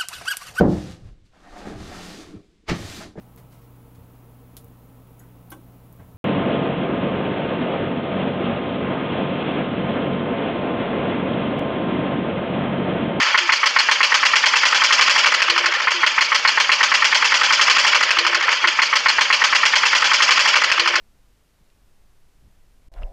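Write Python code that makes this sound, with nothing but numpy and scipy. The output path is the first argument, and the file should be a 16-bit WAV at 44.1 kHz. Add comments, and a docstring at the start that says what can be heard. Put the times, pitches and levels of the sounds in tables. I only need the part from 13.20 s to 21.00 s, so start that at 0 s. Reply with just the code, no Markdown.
"""The looped sound of a single-cylinder diesel engine climbs evenly from 6 to 12.5 firings a second,
then coasts as the fuel is cut back. Each firing is an impulse that excites the block's modes; a fifth
of a cycle later the cylinder blows down through the resonant exhaust with a bark and a hiss, over
rattling metal. The same surge comes round again and again, each time with two faint hoots, and a
limiter holds the peaks."""
import sys
import numpy as np
from scipy import signal
from scipy.fft import rfft, irfft
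from scipy.io import wavfile
from scipy.ndimage import uniform_filter1d, minimum_filter1d

SR = 44100
rng = np.random.default_rng(int(sys.argv[2]) if len(sys.argv) > 2 else 0)


def transcribe(u):
    """Save the signal u as a 16-bit wav file named by the first command-line argument.

    u: samples, shape (n,) or (channels, n), limited to [-1, 1]; the rate is SR.
    q: integer samples, one column per channel.
    """
    v = np.clip(np.atleast_2d(u).T, -1, 1)
    q = np.round(v * 32767).astype(np.int16)
    wavfile.write(sys.argv[1], SR, q)


N = 343980
SURGE_FROM_S, SURGE_TO_S = 2.655, 5.349
T = np.arange(int(SURGE_TO_S * SR)) / SR
FIRST_FIRING_S, START_HZ, CLIMB_HZ_PER_S, GOVERNED_HZ = 2.671, 6.0324, 3.11, 12.528

# spectral envelope common to the engine's noises: frequency_hz, relative_db
ENGINE_SPECTRUM = [(40, -36.5), (160, -32.5), (220, -19), (470, -18), (760, -15.5), (960, -4), (2200, -1),
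                   (3300, -2.5), (3700, -13.5), (4800, -3.5), (7000, -13), (8000, -28), (9800, -45.5),
                   (11300, -40), (13500, -61)]
# strength of the exhaust barks through the surge: time_s, relative_db
BARK_STRENGTH = [(2.7, -12), (3.3, -2.5), (4.05, -7), (4.7, -5), (5.12, 8), (5.26, -18.5)]


def undb(db):
    """Decibels to amplitude ratio."""
    return 10 ** (np.asarray(db) / 20)


def unit(x):
    """Normalisation to rms 1."""
    return x / np.sqrt(np.mean(x ** 2))


def curve(table, t):
    """Linear interpolation in a two-column table."""
    return np.interp(t, *np.array(table).T)


def add(out, start_s, sound):
    """Superposition: mix a sound in at its start time."""
    i = int(round(start_s * SR))
    first, last = max(i, 0), min(i + len(sound), len(out))
    out[first:last] += sound[first - i:last - i]


def white():
    """Gaussian noise with a flat spectrum."""
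    return rng.standard_normal(len(T))


def band(x, hz, width_hz):
    """Second-order resonance, gain 1 at its centre."""
    return signal.lfilter(*signal.iirpeak(hz, hz / width_hz, fs=SR), x)


def colour(x, *spectra, size=2048):
    """Minimum-phase filter of unit power; spectra in cascade add in decibels."""
    log_hz = np.log(np.maximum(np.arange(size // 2 + 1) * SR / size, 1))
    db = sum(np.interp(log_hz, np.log(p[:, 0]), p[:, 1]) for p in map(np.array, spectra))
    cepstrum = irfft(np.log(undb(db)))
    cepstrum[1:size // 2] *= 2  # folding the cepstrum makes the response causal
    cepstrum[size // 2 + 1:] = 0
    response = irfft(np.exp(rfft(cepstrum)))
    return signal.fftconvolve(x, response / np.linalg.norm(response))[:len(x)]


def firing_hz(t):
    """Uniform acceleration: the firing rate climbs until the governor holds it."""
    return np.minimum(START_HZ + CLIMB_HZ_PER_S * (t - FIRST_FIRING_S), GOVERNED_HZ)


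def cycles():
    """Phase as the integral of rate: engine cycles since the first firing."""
    turned = np.cumsum(firing_hz(np.maximum(T, SURGE_FROM_S))) / SR
    return turned - np.interp(FIRST_FIRING_S, T, turned)


def cycle_times(phase):
    """Phase locking: the times at which each cycle reaches the given share of its length."""
    turned = cycles()
    return np.interp(np.arange(phase, turned[-1]), turned, T)


def fuel(t):
    """Energy supply, from shut (0) to full (1): opened, eased as speed rises, then cut back."""
    # fuel setting: time_s, share_of_full
    setting = [(2.66, 0.94), (2.82, 1), (3.98, 0.92), (4.3, 0.92), (4.65, 0.86), (4.85, 0.34), (5.3, 0.02)]
    return np.clip(curve(setting, t), 0, 1)


def engine_db(t, start_db, db_per_hz, shut_db):
    """Level law: linear in decibels with the rise in firing rate and the share of fuel shut off."""
    return start_db + db_per_hz * (firing_hz(t) - START_HZ) + shut_db * (1 - fuel(t))


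def rumble(level_db=-74, hz=55, width_hz=45):
    """Narrow-band noise makes a very faint, low background."""
    return undb(level_db) * unit(band(band(white(), hz, width_hz), hz, width_hz))


def hoots(level_db=-38.5, fade_db_per_s=-20):
    """Two faint, nearly pure tones bend a little in pitch and decay exponentially."""
    # soft hoots: start_s, length_s, first_hz, middle_hz, last_hz
    notes = [(4.96, .26, 337, 348, 343), (5.428, .072, 372, 347, 340)]
    out = np.zeros(N)
    for start_s, length_s, *pitch_hz in notes:
        progress = np.linspace(0, 1, int(length_s * SR))
        hz = np.interp(progress, [0, .5, 1], pitch_hz)
        tone = np.sin(2 * np.pi * np.cumsum(hz) / SR)
        tapered = unit(signal.windows.tukey(len(tone), .2) * tone)
        add(out, start_s, tapered * undb(fade_db_per_s * length_s * progress))
    return undb(level_db) * out


def exhaust_pipe(x):
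    """Air-column resonance: the pipe reinforces noise near its own modes."""
    # pipe resonances: centre_hz, width_hz, gain_db
    modes = [(490, 38, -2.5), (588, 70, 9), (810, 51, -14), (1050, 17, -11), (2220, 45, -12),
             (3045, 25, -26.5), (3170, 52, -18), (4420, 170, -12.5), (4430, 57, -24)]
    return x + sum(undb(db) * band(x, hz, width_hz) for hz, width_hz, db in modes)


def rattle(width_hz, spread_db, rush_db, modes=140, hits=260):
    """Random impact excitation: metal modes, each struck at its own moments, over a rush of gas."""
    metal = np.zeros(len(T))
    for hz in np.linspace(800, 15000, modes) + rng.uniform(-40, 40, modes):
        strikes = np.zeros(len(T))
        forces = undb(spread_db * np.clip(rng.standard_normal(hits), -2, 2))
        strikes[rng.integers(0, len(T), hits)] = forces
        metal += band(strikes, hz, width_hz)
    return unit(unit(metal) + undb(rush_db) * white())


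def rattle_and_hiss(valve_phase, split_hz=3750, metal_depth=.28, gas_depth=0.93):
    """Amplitude modulation: metal and gas noise peak on the exhaust stroke, dip on the power stroke."""
    # level swing from the valve's opening, before scaling by each depth: cycle_share, swing_db
    stroke = [(0, -6.5), (.1, 7.5), (.2, 5.5), (.4, 4), (.5, -3.5), (.76, 1.5), (.86, 4.5), (1, -14)]
    stroke_db = curve(stroke, (cycles() - valve_phase) % 1)
    stroke_db = uniform_filter1d(stroke_db, size=90)  # the swing is eased over about 2 ms, so the level has no sudden step as each cycle wraps round
    noise = exhaust_pipe(colour(rattle(width_hz=41, spread_db=5.0, rush_db=0.0), ENGINE_SPECTRUM))
    metal = signal.sosfilt(signal.butter(4, split_hz, "low", fs=SR, output="sos"), noise)
    gas = signal.sosfilt(signal.butter(4, split_hz, "high", fs=SR, output="sos"), noise)
    metal_db = engine_db(T, start_db=-24.5, db_per_hz=0.92, shut_db=-4) + metal_depth * stroke_db
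    gas_db = engine_db(T, start_db=-35.5, db_per_hz=2.05, shut_db=-16) + gas_depth * stroke_db
    return unit(metal) * undb(metal_db) + unit(gas) * undb(gas_db)


def gulps(valve_phase, delay_s=0.032, half_width_s=0.012, pipe_hz=540, width_hz=200, follow=0.34):
    """Pipe resonance: gas swings back with a hollow note, most after strong barks with the fuel cut."""
    swell = np.zeros(len(T))
    for open_s in cycle_times(valve_phase):
        strength = undb(follow * curve(BARK_STRENGTH, open_s))
        swell += strength * np.exp(-((T - open_s - delay_s) / half_width_s) ** 2)
    hollow = band(band(white(), pipe_hz, width_hz), pipe_hz, width_hz)
    return unit(hollow) * swell * undb(engine_db(T, start_db=-54, db_per_hz=2.1, shut_db=9.8))


def thumps(pitch_hz=95, decay_s=0.0038, size=3000):
    """Heavily damped oscillation: each firing shoves the engine, and unburnt fuel pops in the pipe."""
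    # exhaust pops as the fuel is cut: start_s, level_db
    pops = [(4.754, -41), (4.905, -33), (4.987, -33)]
    t = T[:size]
    swing = np.sin(2 * np.pi * pitch_hz * t) * np.exp(-t / decay_s)
    firings = [(s, engine_db(s, start_db=-35, db_per_hz=-0.98, shut_db=-60)) for s in cycle_times(0)]
    out = np.zeros(len(T))
    for start_s, level_db in firings + list(pops):
        add(out, start_s, undb(level_db) * swing / swing.max())
    return out


def barks(valve_phase, rise_s=0.00092, close_s=0.0039, empty_s=0.14, full_s=.018, shut_s=0.0037,
          bark_db=-6, flutter_db=3, scatter_db=0.8, clink_db=-16, clink_hz=4320, size=4000):
    """Blowdown: the valve opens and cylinder pressure escapes in a burst that shakes the silencer."""
    # barks that stand out or ring brightly: near_s, extra_level_db, extra_ring_db
    accents = [(3.011, -1, 7.5), (3.275, 0.5, 9), (3.518, 6, 7), (4.754, 3, 3), (4.987, -7, 16)]
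    t = T[:size]
    flow, ringing = np.zeros((2, len(T)))
    opens_s = cycle_times(valve_phase)
    levels_db = curve(BARK_STRENGTH, opens_s) + scatter_db * rng.standard_normal(len(opens_s))
    rings_db = np.zeros(len(opens_s))
    for near_s, extra_db, ring_db in accents:
        nearest = np.argmin(np.abs(opens_s - near_s))
        levels_db[nearest] += extra_db
        rings_db[nearest] = ring_db
    attack = 1 - np.exp(-(t / rise_s) ** 2)
    for open_s, level_db, ring_db in zip(opens_s, levels_db, rings_db):
        length_s = shut_s + (full_s - shut_s) * fuel(open_s)  # less fuel, shorter burst
        closing = np.exp(-np.maximum(t - length_s, 0) / close_s)
        puff = undb(level_db) * attack * closing * np.exp(-t / empty_s)
        add(flow, open_s, puff)
        add(ringing, open_s, undb(ring_db) * puff)
    flutter = undb(flutter_db * unit(band(white(), hz=218, width_hz=175)))
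    burst = flow * unit(flutter) * rattle(width_hz=23, spread_db=4.0, rush_db=-1.5)
    # the bark's tilt on the engine spectrum: frequency_hz, relative_db
    tilt = [(150, -6.5), (1100, 2), (2800, 2), (7000, -4.5), (9000, 3), (15000, -2.5)]
    exhaust = exhaust_pipe(colour(burst, ENGINE_SPECTRUM, tilt))
    valve_clink = undb(clink_db) * ringing * unit(band(white(), clink_hz, width_hz=110))
    return undb(bark_db) * (exhaust + band(valve_clink, clink_hz, width_hz=600))


def knocks(rise_s=0.0023, crack_s=0.0058, crack_db=-3, tail_s=0.012, tail_db=-14,
           slap_s=0.0061, slap_half_width_s=0.0013, slap_db=-5, ring_db=-9, size=6000):
    """Impulse excitation: combustion sets the block ringing with a crack; the piston slaps just after."""
    # modes of the engine block: pitch_hz, relative_db, t60_s
    block_modes = [(486, -20.5, 0.072), (887, 0.5, 0.039), (1071, 0.5, 0.067), (1174, 5.5, 0.02),
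                   (1280, 18, 0.013), (1480, -5, 0.057), (1850, 9, 0.035), (2134, -7.5, 0.086),
                   (2130, -5, 0.033)]
    # the crack's tilt on the engine spectrum: frequency_hz, relative_db
    tilt = [(60, 9), (170, -3.5), (260, 0), (700, 4), (1200, 5.5), (2200, 11), (2700, 0), (4500, -3),
            (6000, -41), (12000, 1)]
    t = T[:size]
    cracks, rings = np.zeros((2, len(T)))
    attack = 1 - np.exp(-(t / rise_s) ** 2)
    slap = undb(slap_db) * np.exp(-((t - slap_s) / slap_half_width_s) ** 2)
    envelope = attack * (np.exp(-t / crack_s) + slap + undb(tail_db) * np.exp(-t / tail_s))
    hz, mode_db, t60_s = np.array(block_modes).T[:, :, None]
    for firing_s in cycle_times(0):
        strength = undb(engine_db(firing_s, start_db=4.23, db_per_hz=-1.23, shut_db=-9))
        add(cracks, firing_s, strength * envelope * rng.standard_normal(size))
        detune, force, phase = rng.standard_normal((3, len(block_modes), 1))
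        waves = np.sin(2 * np.pi * hz * (1 + 0.0073 * detune) * t + np.pi * phase)
        modes = undb(mode_db + 2 * force) * np.exp(-np.log(1000) * t / t60_s) * waves
        add(rings, firing_s, strength * attack * modes.sum(axis=0))
    return undb(crack_db) * colour(cracks, ENGINE_SPECTRUM, tilt) + undb(ring_db) * rings


def scene():
    """Superposition: the engine's parts sum to one surge, looped with slightly overlapping ends."""
    # time shift of each pass of the surge and its hoots: offset_s
    offsets = [-5.2234, -2.6875, 0, 2.6094]
    valve_phase = .208  # the exhaust valve opens this share of a cycle after each firing
    engine = knocks() + thumps() + barks(valve_phase) + gulps(valve_phase) + rattle_and_hiss(valve_phase)
    surge = (engine + rumble())[int(SURGE_FROM_S * SR):]
    surge *= signal.windows.tukey(len(surge), .005)
    out = np.zeros(N)
    for offset_s in offsets:
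        add(out, SURGE_FROM_S + offset_s, surge)
        add(out, offset_s, hoots())
    return out[None]


def record(dry, ceiling=0.76, size=100, cutoff_hz=15400):
    """Peak limiting: a fast, smooth gain turns down the tallest peaks; a low-pass cuts the top."""
    needed = np.minimum(ceiling / (np.abs(dry) + 1e-9), 1)
    held = minimum_filter1d(needed, 2 * size)
    gain = uniform_filter1d(uniform_filter1d(held, size), size)
    return signal.sosfilt(signal.ellip(8, .2, 70, cutoff_hz, fs=SR, output="sos"), dry * gain)


dry = scene()
out = record(dry)
transcribe(out)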